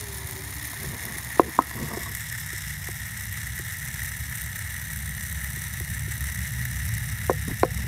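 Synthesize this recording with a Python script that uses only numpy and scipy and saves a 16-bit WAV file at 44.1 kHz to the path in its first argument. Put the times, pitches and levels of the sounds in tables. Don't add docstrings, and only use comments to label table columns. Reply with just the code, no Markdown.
import sys
import numpy as np
from scipy import signal
from scipy.io import wavfile
from scipy.ndimage import uniform_filter1d

SR = 44100
rng = np.random.default_rng(int(sys.argv[2]) if len(sys.argv) > 2 else 0)


def volts_from_decibels(level):
    exponent = np.asarray(level, float) / 20
    return 10 ** exponent


def transcribe(u):
    v = np.clip(np.atleast_2d(u).T, -1, 1)
    q = np.round(v * 32767).astype(np.int16)
    wavfile.write(sys.argv[1], SR, q)


N = 347067
CIRCLE = abs(np.fft.fftfreq(8192, 1 / SR))

# f/Hz, width/Hz, level/dB
STAND_MODES = [(144, 15, 9), (222, 21, 10), (347, 90, 2), (455, 54, 0), (570, 79, -12), (690, 48, -4),
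               (937, 40, -6), (1034, 28, -10), (1110, 37, -6), (1180, 130, -14)]


def evened(x):
    return x / np.sqrt(np.mean(x ** 2) + 1e-20)


def curves(rows):
    s, *columns = np.transpose(rows)
    return [np.interp(np.arange(N) / SR, s, column) for column in columns]


def drift(hz):
    low_pass = signal.butter(2, hz, fs=SR, output="sos")
    return evened(signal.sosfilt(low_pass, rng.standard_normal(N)))


def hump(start, length, peak):
    out, peak = np.zeros(N), np.clip(peak, .05, .95)
    part = out[round(start * SR):][:round(length * SR)]
    u = np.arange(len(part)) / (length * SR)
    part[:] = np.sin(np.pi / 2 * np.minimum(u / peak, (1 - u) / (1 - peak)))
    return out


def causal(x, log_gain):
    taps = np.fft.ifft(np.exp(np.conj(signal.hilbert(log_gain)))).real[:4096]
    return signal.oaconvolve(x, taps)[:N]


def coloured(x, points):
    f, db = np.transpose(points)
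    gain_db = np.interp(np.log(CIRCLE + 1), np.log(f + 1), db)
    return evened(causal(x, np.log(volts_from_decibels(np.maximum(gain_db, -90)))))


def through(x, peaks, steep=1.3, floor_db=-40):
    power = sum(volts_from_decibels(2 * db) / (1 + (2 * (CIRCLE - f) / w) ** 2) ** steep for f, w, db in peaks)
    return evened(causal(x, np.log(power + volts_from_decibels(2 * floor_db)) / 2))


def resonate(x, hz, width):
    turn = np.exp(2j * np.pi * np.cumsum(hz) / SR)
    r = np.exp(-np.pi * width / SR)
    return 2 * (turn * signal.lfilter([1 - r], [1, -r], x / turn)).real


def decaying(modes, t):
    return sum(volts_from_decibels(db - 60 * t / t60) * np.sin(2 * np.pi * hz * t) for hz, db, t60 in modes) * (t > 0)


def street():
    # t/s, level/dB, drone f/Hz (unused)
    traffic = [(0.0, -38.5, 68.55), (0.9, -42, 65.1), (1.4, -42, 73.1), (2.39, -39, 65.5), (2.96, -38, 69),
               (3.24, -37.5, 62.45), (3.35, -35.5, 68.3), (3.62, -38.5, 63), (5.72, -35.5, 69.3),
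               (6.11, -33.5, 74.56), (6.68, -33, 69.03), (6.79, -32, 61.5), (7.52, -33, 73.4),
               (7.87, -27.5, 75.6)]
    # t/s, f/Hz, level/dB
    engine_note = [(0.0, 68.3, -47), (0.08, 67.5, -42), (1.18, 65.1, -44), (1.42, 71.6, -45),
                   (3.2, 61, -42.5), (3.37, 65.4, -42.5), (3.64, 61.3, -50), (4.05, 62.4, -35),
                   (4.08, 62.4, -50), (4.6, 65.5, -42), (5.72, 68.5, -36.5), (6.03, 71.74, -36),
                   (6.31, 68.7, -38), (6.64, 69, -34), (6.79, 62.7, -39), (6.97, 62.4, -36),
                   (7.21, 67.6, -35.5), (7.87, 74.9, -38)]
    # multiple of its note, level/dB
    orders = [(1, -13), (1.5, -1), (2, -8.5), (3, -16.5)]
    # f/Hz, wander/Hz, level against traffic/dB
    strands = [(117.2, 6.3, -10.5), (151, 2.95, -11), (179, 3.6, -21.5), (210.6, 1.6, -22),
               (252.6, 7.4, -29)]
    # f/Hz, density/dB per Hz
    rumble_colour = [(15, -60), (25, -29), (41, -15.5), (64, 3), (140, -0.5), (214, -16), (237, -26),
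                     (270, -25.5), (409, -82), (588, -34), (919, -37), (1070, -45), (1300, -35),
                     (1690, -82), (2860, -120)]
    # f/Hz, density/dB per Hz
    air_colour = [(130, -33.5), (220, 1.5), (292, -4), (344, -4), (384, -8.5), (513, -12.5), (964, -1.5),
                  (1600, -13.5), (2080, -57), (3520, -120)]
    # t/s, level/dB
    air_level = [(0, -49), (.7, -49.5), (1.1, -50), (1.6, -46), (2.08, -57), (2.18, -58.5), (7.2, -62),
                 (7.4, -78), (7.87, -63)]
    level_db = curves(traffic)[0]
    hz, note_db = curves(engine_note)
    drone_db = note_db + 1 + 1.5 * drift(11.0)
    rough = rng.standard_normal(N)
    drone = np.sin(2 * np.pi * np.cumsum(hz) / SR)
    for k, db in orders:
        drone = drone + 0.34 * volts_from_decibels(db) * evened(resonate(rough, k * hz, 1.1))
    wash = coloured(rng.standard_normal(N), rumble_colour)
    rumble = volts_from_decibels(level_db - 0.55 - 0.26 * drift(8.0)) * wash
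    air = volts_from_decibels(curves(air_level)[0] + 1.3 * drift(30)) * coloured(rng.standard_normal(N), air_colour)
    notes = 0
    for note_hz, wander, db in strands:
        wavering_db = level_db + db + 3.5 * drift(2.35)
        note = resonate(wash[::-1], note_hz + wander * drift(1.64), 5.6)
        notes = notes + volts_from_decibels(wavering_db) * evened(note)
    return rumble + notes + volts_from_decibels(drone_db) * drone + air


def rub():
    # start/s, length/s, low rub/dB, high rub/dB
    finger_strokes = [(0.8, 0.16, -43.5, -47), (0.922, 0.072, -46.5, -50), (0.985, 0.25, -45.5, -47),
                      (1.413, 0.091, -36, -49), (1.74, .17, -38.5, -47), (1.86, 0.19, -40.5, -43),
                      (1.973, .07, -54, -57), (2.04, 0.12, -46, -47), (7.473, 0.074, -40, -54),
                      (7.781, 0.029, -46, -51), (7.833, 0.061, -46, -57)]
    # middle t/s, length/s, level/dB
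    lurches = [
        (1.83, .13, -36),
        (7.481, .025, -29),
        (7.511, .025, -32),
        (.88, .085, -33.5),
    ]
    friction = rng.standard_normal(N) * volts_from_decibels(2.9 * drift(38))
    low = through(friction, STAND_MODES[:5], steep=1.4)
    high = through(friction, STAND_MODES[5:], steep=1.4)
    strokes = sum(hump(s, length, 0.29) ** 0.97 * (volts_from_decibels(low_db + 0.5) * low + volts_from_decibels(high_db - 3.0) * high)
                  for s, length, low_db, high_db in finger_strokes)
    thump = through(friction, [(32, 20, -0.097), (151, 60, -1.3)], steep=1.8)
    return strokes + sum(volts_from_decibels(db) * hump(s - length / 2, length, 0.55) for s, length, db in lurches) * thump


def slips():
    # t/s, low modes/dB, middle mode/dB, high modes/dB
    plucks = [(1.753, -41, -48, -52), (1.777, -38, -42, -30), (1.793, -34, -40, -52),
              (1.799, -44, -36, -33), (1.812, -28.5, -50, -48), (1.825, -36, -46, -36),
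              (1.841, -34, -50, -44), (1.852, -33, -35, -36), (1.875, -46, -40, -34),
              (1.899, -51, -46, -34), (1.918, -49, -44, -31), (1.933, -46, -33, -29),
              (1.945, -54, -36, -34), (1.998, -55, -48, -40), (2.012, -51, -43, -42),
              (2.027, -53, -44, -34), (2.06, -69, -52, -28), (2.074, -51, -36, -43), (2.091, -50, -50, -49),
              (2.112, -50, -48, -42)]
    # start/s, length/s, level/dB
    scuffs = [
        (7.487, 0.035, -43),
        (1.908, .012, -43),
        (1.75, 0.018, -49),
        (1.88, .08, -48),
    ]
    rise_s, damping = .002, 1.4
    out, t = np.zeros(N + SR), np.arange(SR // 6) / SR
    luck = rng.standard_normal((len(plucks), len(STAND_MODES)))
    for (s, low_db, mid_db, high_db), chances in zip(plucks, luck):
        modes = []
        for (hz, width, db), chance in zip(STAND_MODES, chances):
            pluck_db = low_db - 4.5 if hz < 640 else mid_db + 3.0 if hz < 800 else high_db + 2.0
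            modes.append((hz, db + pluck_db + 2.5 * chance, 2.5 / (damping * width)))
        out[round(s * SR):][:len(t)] += decaying(modes, t) * (1 - np.exp(-t / rise_s))
    grain = rng.standard_normal(N) * volts_from_decibels(2.7 * drift(150))
    skin = through(grain, [(600, 500, 1.0), (1100, 500, -6.0)], steep=1.8)
    return out[:N] + skin * sum(volts_from_decibels(db) * hump(s, length, 0.33) for s, length, db in scuffs)


def creak(start, length, first_hz, last_hz, db, overtone_db):
    t = np.arange(N) / SR - start
    hz = first_hz + (last_hz - first_hz) * np.clip(t / length, 0, 1)
    turns = np.cumsum(hz * (1 + 0.0049 * drift(29.5))) / SR
    tone = np.sin(2 * np.pi * turns) + volts_from_decibels(overtone_db) * np.sin(3 * np.pi * turns)
    fade_s = 0.018
    held = np.clip(np.minimum(t, length - t) / fade_s + .5, 0, 1)
    return np.sqrt(2) * volts_from_decibels(db + 3.4 * drift(16)) * held * tone


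def creaks():
    # start/s, length/s, first f/Hz, last f/Hz, level/dB
    joint = [
        (0, 0.15, 422, 387, -49.5),
        (.15, .19, 389, 380, -50),
        (0.355, .1, 385, 378, -51.5),
        (.48, .045, 408, 400, -56),
        (.759, 0.11, 400, 385, -54),
    ]
    # start/s, length/s, first f/Hz, last f/Hz, level/dB
    low_joint = [
        (0.337, 0.383, 296.4, 291, -56),
    ]
    return sum(creak(*row, -13.5) for row in joint) + sum(creak(*row, -30.0) for row in low_joint)


def knocks():
    hard_s = [1.394, 1.5877, 7.2946, 7.6306]
    hard_side = (1, -1, -1, -1)
    hard_damping = [1.45, 1.2, 1.1, 1.4]
    hard_levels = [
        (-8.2, -17.5, -18, -5),
        (-18, -61, -28, -3),
        (-19.5, -19, -24, -14.5),
        (-15, -18.5, -18, -12),
    ]
    # tick/dB, tick fall per octave/dB, ring/dB, high ring/dB
    hard_extras = [
        (-27, 1, -26.5, -48),
        (-27, -24, -37, -25),
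        (-15.5, -14, -30.5, -41),
        (-11.5, -3.5, -27, -36),
    ]
    # t/s, level/dB, place from foot 0 over post 1 and clamp 2 to arm 3
    taps = [(0.731, -39.5, 2), (.836, -30, .1), (1.367, -33, 0.1), (1.488, -26, 0), (1.709, -38, 2),
            (1.914, -37, 2), (1.969, -18, 0.51), (2.529, -31.5, 0.34), (2.885, -27, 0.72),
            (3.593, -29, 0.41), (4.456, -56, 0.5), (5.284, -53, 2.1), (5.567, -35.5, 0.6),
            (5.804, -29.5, 0.55), (6.076, -31.5, 0.16), (6.29, -47, 1.7), (7.476, -17.5, 0.12),
            (7.508, -22.5, 0), (1.581, -22, 0.1), (1.5975, -27, 2), (1.605, -21, 0.28), (1.414, -32, .7),
            (7.301, -15, 0.33), (7.637, -18.5, 0.7)]
    # t/s, level/dB
    rebounds = [
        (7.309, -16.5),
        (8, -30),
        (7.647, -21),
        (1.411, -26),
    ]
    places = [
        (-9.5, -46, -42, -32),
        (-11.5, -12, -4, -4),
        (-14, -26, -4, 6.5),
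        (-30, -4, -26, -26),
    ]
    # f/Hz, t60/s
    knock_modes = [(342, 0.051), (500, 0.027), (730, 0.028), (1025, 0.016)]
    # sign, delay/s, rise/s
    arrival = [(-1, .001, .0008), (1, .0007, .0005), (-1, .0003, .0006), (1, 0, .0007)]
    # t/s, factor
    grip = [(1.4, 1.02), (1.59, 0.85), (1.97, 1.08), (2.5, 1.03), (7.3, 1), (7.476, 0.656), (7.507, 0.84),
            (7.6, 1)]
    # f/Hz, t60/s
    contact = [(1400, .011), (2300, .0055), (4200, .004)]
    # f/Hz, level/dB, t60/s
    after_ring = [(225, 1, .1), (468, 0, .16), (514, 0, .15), (735, -9, .2), (900, -14, .12)]
    late_s = .00155
    out, t = np.zeros(N + SR), np.arange(SR // 3) / SR
    blows = [(s, side, 1, damp, levels)
             for s, side, damp, levels in zip(hard_s, hard_side, hard_damping, hard_levels)]
    for s, db, place in taps + [(*row, len(places) - 1) for row in rebounds]:
        soft = 1.5 + max(-29 - db, 0) / 24
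        levels = [db + np.interp(place, range(len(places)), mode) for mode in np.transpose(places)]
        blows.append((s, 1, soft, 1, levels))
    for s, side, soft, damp, levels in blows:
        shifts = (np.interp(s, *np.transpose(grip)), 1, 1, 1)
        blow = 0
        for db, shift, slow, (hz, t60), (sign, delay, rise) in zip(
                levels, shifts, (damp, 1, 1, 1), knock_modes, arrival):
            swell = 1 - np.exp(-((t - delay) / (soft * rise)) ** 2)
            blow = blow + sign * swell * decaying([(hz * shift, db, t60 / slow)], t - delay)
        out[round((s + late_s) * SR):][:len(t)] += side * volts_from_decibels(7.5) * blow
    for s, side, (tick_db, fall_db, ring_db, high_db) in zip(hard_s, hard_side, hard_extras):
        ticks = [(hz, tick_db + fall_db * np.log2(hz / contact[0][0]), t60) for hz, t60 in contact]
        tick = decaying(ticks, t) * (1 - np.exp(-(t / .0007) ** 2))
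        high_ring = decaying([(1275, high_db, 0.12), (1310, high_db - 4.0, 0.12)], t)
        ring = (volts_from_decibels(ring_db) * decaying(after_ring, t) + high_ring) * (1 - np.exp(-t / .008))
        out[round((s + late_s) * SR):][:len(t)] += side * volts_from_decibels(5.0) * tick + ring
    return out[:N]


def scattered(x):
    t = np.arange(6000) / SR
    tail = rng.standard_normal(len(t)) * volts_from_decibels(-60 * t / 0.031) * (t > .007)
    return x + volts_from_decibels(-19) * signal.oaconvolve(x, tail / np.linalg.norm(tail))[:N]


def teeth():
    shaft_hz = (34.0, 76.5, 5.8)
    # t/s, pinion/turns, idler/turns, drum/turns
    shaft_lead = [(0.0, -0.25, -0.17, 0.02), (0.6, -0.17, -0.06, 0.02), (1.2, -0.09, 0.12, 0.06),
                  (1.8, -0.05, 0.23, 0.12), (2.4, 0.03, 0.31, 0.19), (3.0, 0.03, 0.36, 0.44),
                  (3.6, 0.01, 0.39, 0.45), (4.2, 0.05, 0.48, 0.47), (4.8, 0.06, 0.48, 0.48),
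                  (5.4, 0.01, 0.39, 0.49), (6.0, -0.02, 0.29, 0.51), (6.6, -0.1, 0.01, 0.54),
                  (7.2, -0.23, -0.16, 0.79), (7.87, -0.27, -0.27, 0.94)]
    # times per turn, depth/dB, lag/radians
    pinion_spots = [(1, 2.5, 0), (2, 2.5, -2.5), (3, 0.5, -1.8), (4, -0.5, -5.5)]
    # times per turn, depth/dB, lag/radians
    idler_spots = [(1, 0.69, 0.0048)]
    # times per turn, depth/dB, lag/radians
    drum_spots = [(1, 0.99, 0.0055)]
    # t/s, peak/dB
    clacks = [(0.7028, -21), (1.0522, -13), (1.1826, -12), (1.246, -14), (1.4033, -15), (1.8248, -31),
              (2.149, -12), (2.3253, -17), (2.3774, -18), (2.5287, -20), (3.467, -17), (3.588, -19),
              (3.827, -18), (4.0342, -16), (4.371, -16), (4.437, -18), (4.959, -16), (5.443, -15),
              (5.56, -16), (5.6173, -17), (5.6387, -15), (5.7992, -12.5), (6.321, -18), (6.3427, -20),
              (6.652, -15), (6.8522, -15.5), (6.8887, -16), (7.094, -23), (7.2649, -16), (7.3297, -16),
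              (0.0413, -28), (0.309, -18), (0.6225, -35), (1.6214, -16), (1.8824, -22), (1.9675, -20),
            (2.6735, -31), (3.1401, -24), (3.1733, -16), (3.2076, -16), (3.49, -29), (3.852, -18),
            (3.8756, -22), (3.94, -19), (3.9933, -28), (4.1048, -56), (4.2017, -18), (4.292, -35),
            (4.4166, -15), (4.9318, -16), (5.092, -15), (5.209, -22), (5.312, -31), (5.666, -23),
            (5.855, -26), (5.971, -24), (6.0222, -39), (6.2059, -16), (6.4158, -31), (6.7725, -27),
            (6.794, -28), (7.205, -24), (7.3786, -26), (7.45, -20)]
    # start/s, length/s, share lost
    slack = [
        (0.692, 0.0077, 0.36),
        (2.371, 0.0066, 0.59),
        (4.366, 0.0089, 0.53),
        (5.791, 0.01, 0.47),
        (6.333, 0.01, 0.47),
        (6.639, 0.0094, .6),
        (4.107, 0.0067, 0.37),
    ]
    # band/Hz (two), feel of load, own flicker/dB, hiss, blow share
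    parts = ((318.6, 7300, 0.54, 0.7, 1.21, 0.25),
             (5820, 9850, 0.98, 1.3, 0.51, 0.56),
             (10300, 20000, 0.72, 2.3, 0.46, 0.59))
    t = np.arange(N) / SR
    turns = [hz * t + lead for hz, lead in zip(shaft_hz, curves(shaft_lead))]
    tight_db = sum(db * np.cos(2 * np.pi * k * turn + lag)
                   for turn, spots in zip(turns, (pinion_spots, idler_spots, drum_spots))
                   for k, db, lag in spots)
    load_db = tight_db + 0.88 * drift(26) + 1.17 * drift(200)

    chance, size, sign = rng.random(N), rng.exponential(1, N), rng.standard_normal(N)
    impacts = evened((chance < 3000 / SR) * volts_from_decibels(2.76 * np.minimum(size, 3.2)) * np.sign(sign))
    grit_window = np.hanning(round(.0014 * SR))
    grit = evened(np.convolve(abs(impacts), grit_window, "same") ** 1.26)
    impacts = evened(impacts + 2.0 * grit * sign)

    s, db = np.transpose(clacks)
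    blows = np.zeros(N)
    blows[np.round(s * SR).astype(int)] = volts_from_decibels(db + 36.0)
    burst = np.arange(300) / SR
    blows = np.convolve(blows, 1.25 * (burst / 0.00083) ** 2 * np.exp(-burst / 0.00077))[:N]

    drive = 0
    for lo_hz, hi_hz, feel, own_db, hiss, share in parts:
        pressed = volts_from_decibels(feel * load_db + own_db * drift(93))
        other = np.roll(impacts, SR // 50 * int(np.log2(lo_hz)))
        part = evened(pressed * (impacts + 0.53 * other + hiss * rng.standard_normal(N)))
        part = part + share * blows * rng.standard_normal(N)
        band = signal.butter(2, (lo_hz, hi_hz), "band", fs=SR, output="sos")
        drive = drive + signal.sosfiltfilt(band, part)
    return drive * (1 - sum(np.clip(lost, 0, 1) * hump(s, length, 0.51) for s, length, lost in slack))


def cavity(x, wet_db=-14.0, t60=.05):
    t = np.arange(3000) / SR
    tail = rng.standard_normal(len(t)) * volts_from_decibels(-60 * t / t60) * (t > .002)
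    return evened(x + volts_from_decibels(wet_db) * signal.oaconvolve(x, tail / np.linalg.norm(tail))[:N])


def rim(x, pose):
    # f/Hz, sharpness
    dips = [(6700, 15), (8200, 32), (10450, 26), (11550, 24.0), (12950, 28)]
    dipped = x
    for hz, sharp in dips:
        dipped = signal.lfilter(*signal.iirnotch(hz, sharp, SR), dipped)
    shine = signal.sosfiltfilt(signal.butter(2, 13300, "high", fs=SR, output="sos"), x)
    tipped_share = np.clip(pose - 2.17, 0, 1)
    return x + tipped_share * (0.26 * (dipped - x) + 0.34 * shine)


def motor():
    # t/s, level/dB
    chatter_level = [(0, -38), (.26, -39.5), (.6, -38.5), (1.2, -40), (1.5, -39.5), (2.2, -39), (3, -39.5),
                     (4, -38.5), (5.1, -39), (6.8, -38.5), (7.3, -40), (7.87, -40)]
    # t/s, pose from upright 0 to back 4
    tilt = [(0, 0.01), (1.5, 0.075), (1.8, 1.1), (2.2, 2.4), (2.5, 2.26), (3.2, 2.6), (6.6, 3.28),
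            (7.2, 3.36), (7.5, 3.5), (7.87, 3.63)]
    # t/s, boom against chatter/dB
    facing = [(0, -4.5), (.5, -2.5), (1, 0.5), (2.2, 1), (4.4, 1), (7.87, 1)]
    # f/Hz, width/Hz, level/dB
    tin_modes = [(2834, 47, 2), (3416, 104, 0), (3785, 44, 5), (6130, 790, -1.5), (8100, 72, -32),
                 (9840, 280, 2), (11300, 580, 0), (12070, 980, 7.5), (13900, 590, -1.5)]
    # f/Hz, width/Hz, level/dB
    box_modes = [(1300, 530, -10.5), (1761, 170, -0.5), (1900, 237, 4), (2105, 185, -4)]
    # f/Hz, density/dB per Hz
    upright = [(1350, -44), (2300, -7.5), (2490, -10), (3070, -9), (3580, -3), (4980, -7.5), (5310, -0.5),
               (5660, -7), (6700, -6), (8200, -11), (9250, 0.5), (12000, -5.5), (13100, -9.5),
               (15100, -3.5), (15700, -6.5)]
    # f/Hz, density/dB per Hz
    turning = [(1350, -34), (2300, -9), (2490, -22), (2700, -3), (3150, -11), (3440, -2.5), (4040, -7),
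               (5350, -2), (6240, -8), (6870, -7.5), (10400, -2.5), (11800, -3), (13500, -9), (15200, -6),
               (15700, -3.5)]
    # f/Hz, density/dB per Hz
    leaning = [(1350, -35), (2300, 1), (2450, -15), (2700, -3), (3120, -3.5), (3380, 1), (3760, 1.5),
               (4410, -5.5), (4590, -5.5), (5350, 7), (6190, -4), (8260, 1), (10500, -1), (13100, -1.5),
               (15700, -4.5)]
    # f/Hz, density/dB per Hz
    tipped = [(1350, -22.5), (2300, -22), (2900, -4.5), (3100, -7.5), (3850, -3.5), (4820, -10.5),
              (6040, -2), (6650, -10.5), (7690, -4.5), (9790, -0.5), (10600, -3), (11500, -9.5),
              (12200, -7), (13700, -2.5), (15700, -12)]
    # f/Hz, density/dB per Hz
    back = [(1350, -39), (2300, -4), (2450, -13), (2620, 3), (3170, -6.5), (3790, 1.5), (4310, -7),
            (4480, -8), (5530, 5), (6290, -7), (8200, -3), (9100, -4.5), (10800, 1.5), (13100, -7),
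            (15700, -7)]
    drive = teeth()
    chatter_db = curves(chatter_level)[0] + 0.48 * drift(4.4)
    boom_db = chatter_db + curves(facing)[0] + drift(23.0)
    pose, = curves(tilt)
    rung = cavity(drive + 0.57 * through(drive, tin_modes, steep=0.93))
    chatter = sum(np.maximum(1 - abs(pose - k), 0) * coloured(rung, points)
                  for k, points in enumerate((upright, turning, leaning, tipped, back)))
    boom = through(drive + 0.23 * rng.standard_normal(N), box_modes, steep=1.56, floor_db=-51)
    sound = volts_from_decibels(chatter_db + 0.8) * rim(chatter, pose) + volts_from_decibels(boom_db - 1.0) * boom
    return signal.lfilter(*signal.iirnotch(1120, 4.0, SR), sound)


def scene():
    return (street() + rub() + slips() + creaks() + scattered(knocks()) + motor())[None]


def roll_off(x):
    return signal.sosfilt(signal.butter(12, 15880, fs=SR, output="sos"), x)


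def record(dry):
    heard = signal.sosfilt(signal.butter(2, 42, "high", fs=SR, output="sos"), dry)
    power_db = 10 * np.log10(abs(uniform_filter1d(heard[0] ** 2, 600, origin=299)) + 1e-12)
    fall = np.arange(N) * 20 / SR
    over_db = np.maximum(np.maximum.accumulate(power_db + fall) - fall + 15.5, 0)
    heard = heard / volts_from_decibels(0.37 * uniform_filter1d(over_db, 500, origin=249))
    squeezed = heard / (1 + abs(heard) ** 12) ** (1 / 12)
    edge = signal.firwin(511, 15700, window=("kaiser", 9), fs=SR)
    mix = signal.oaconvolve(squeezed, edge[None], "same")
    return roll_off(mix)


dry = scene()
out = record(dry)
transcribe(out)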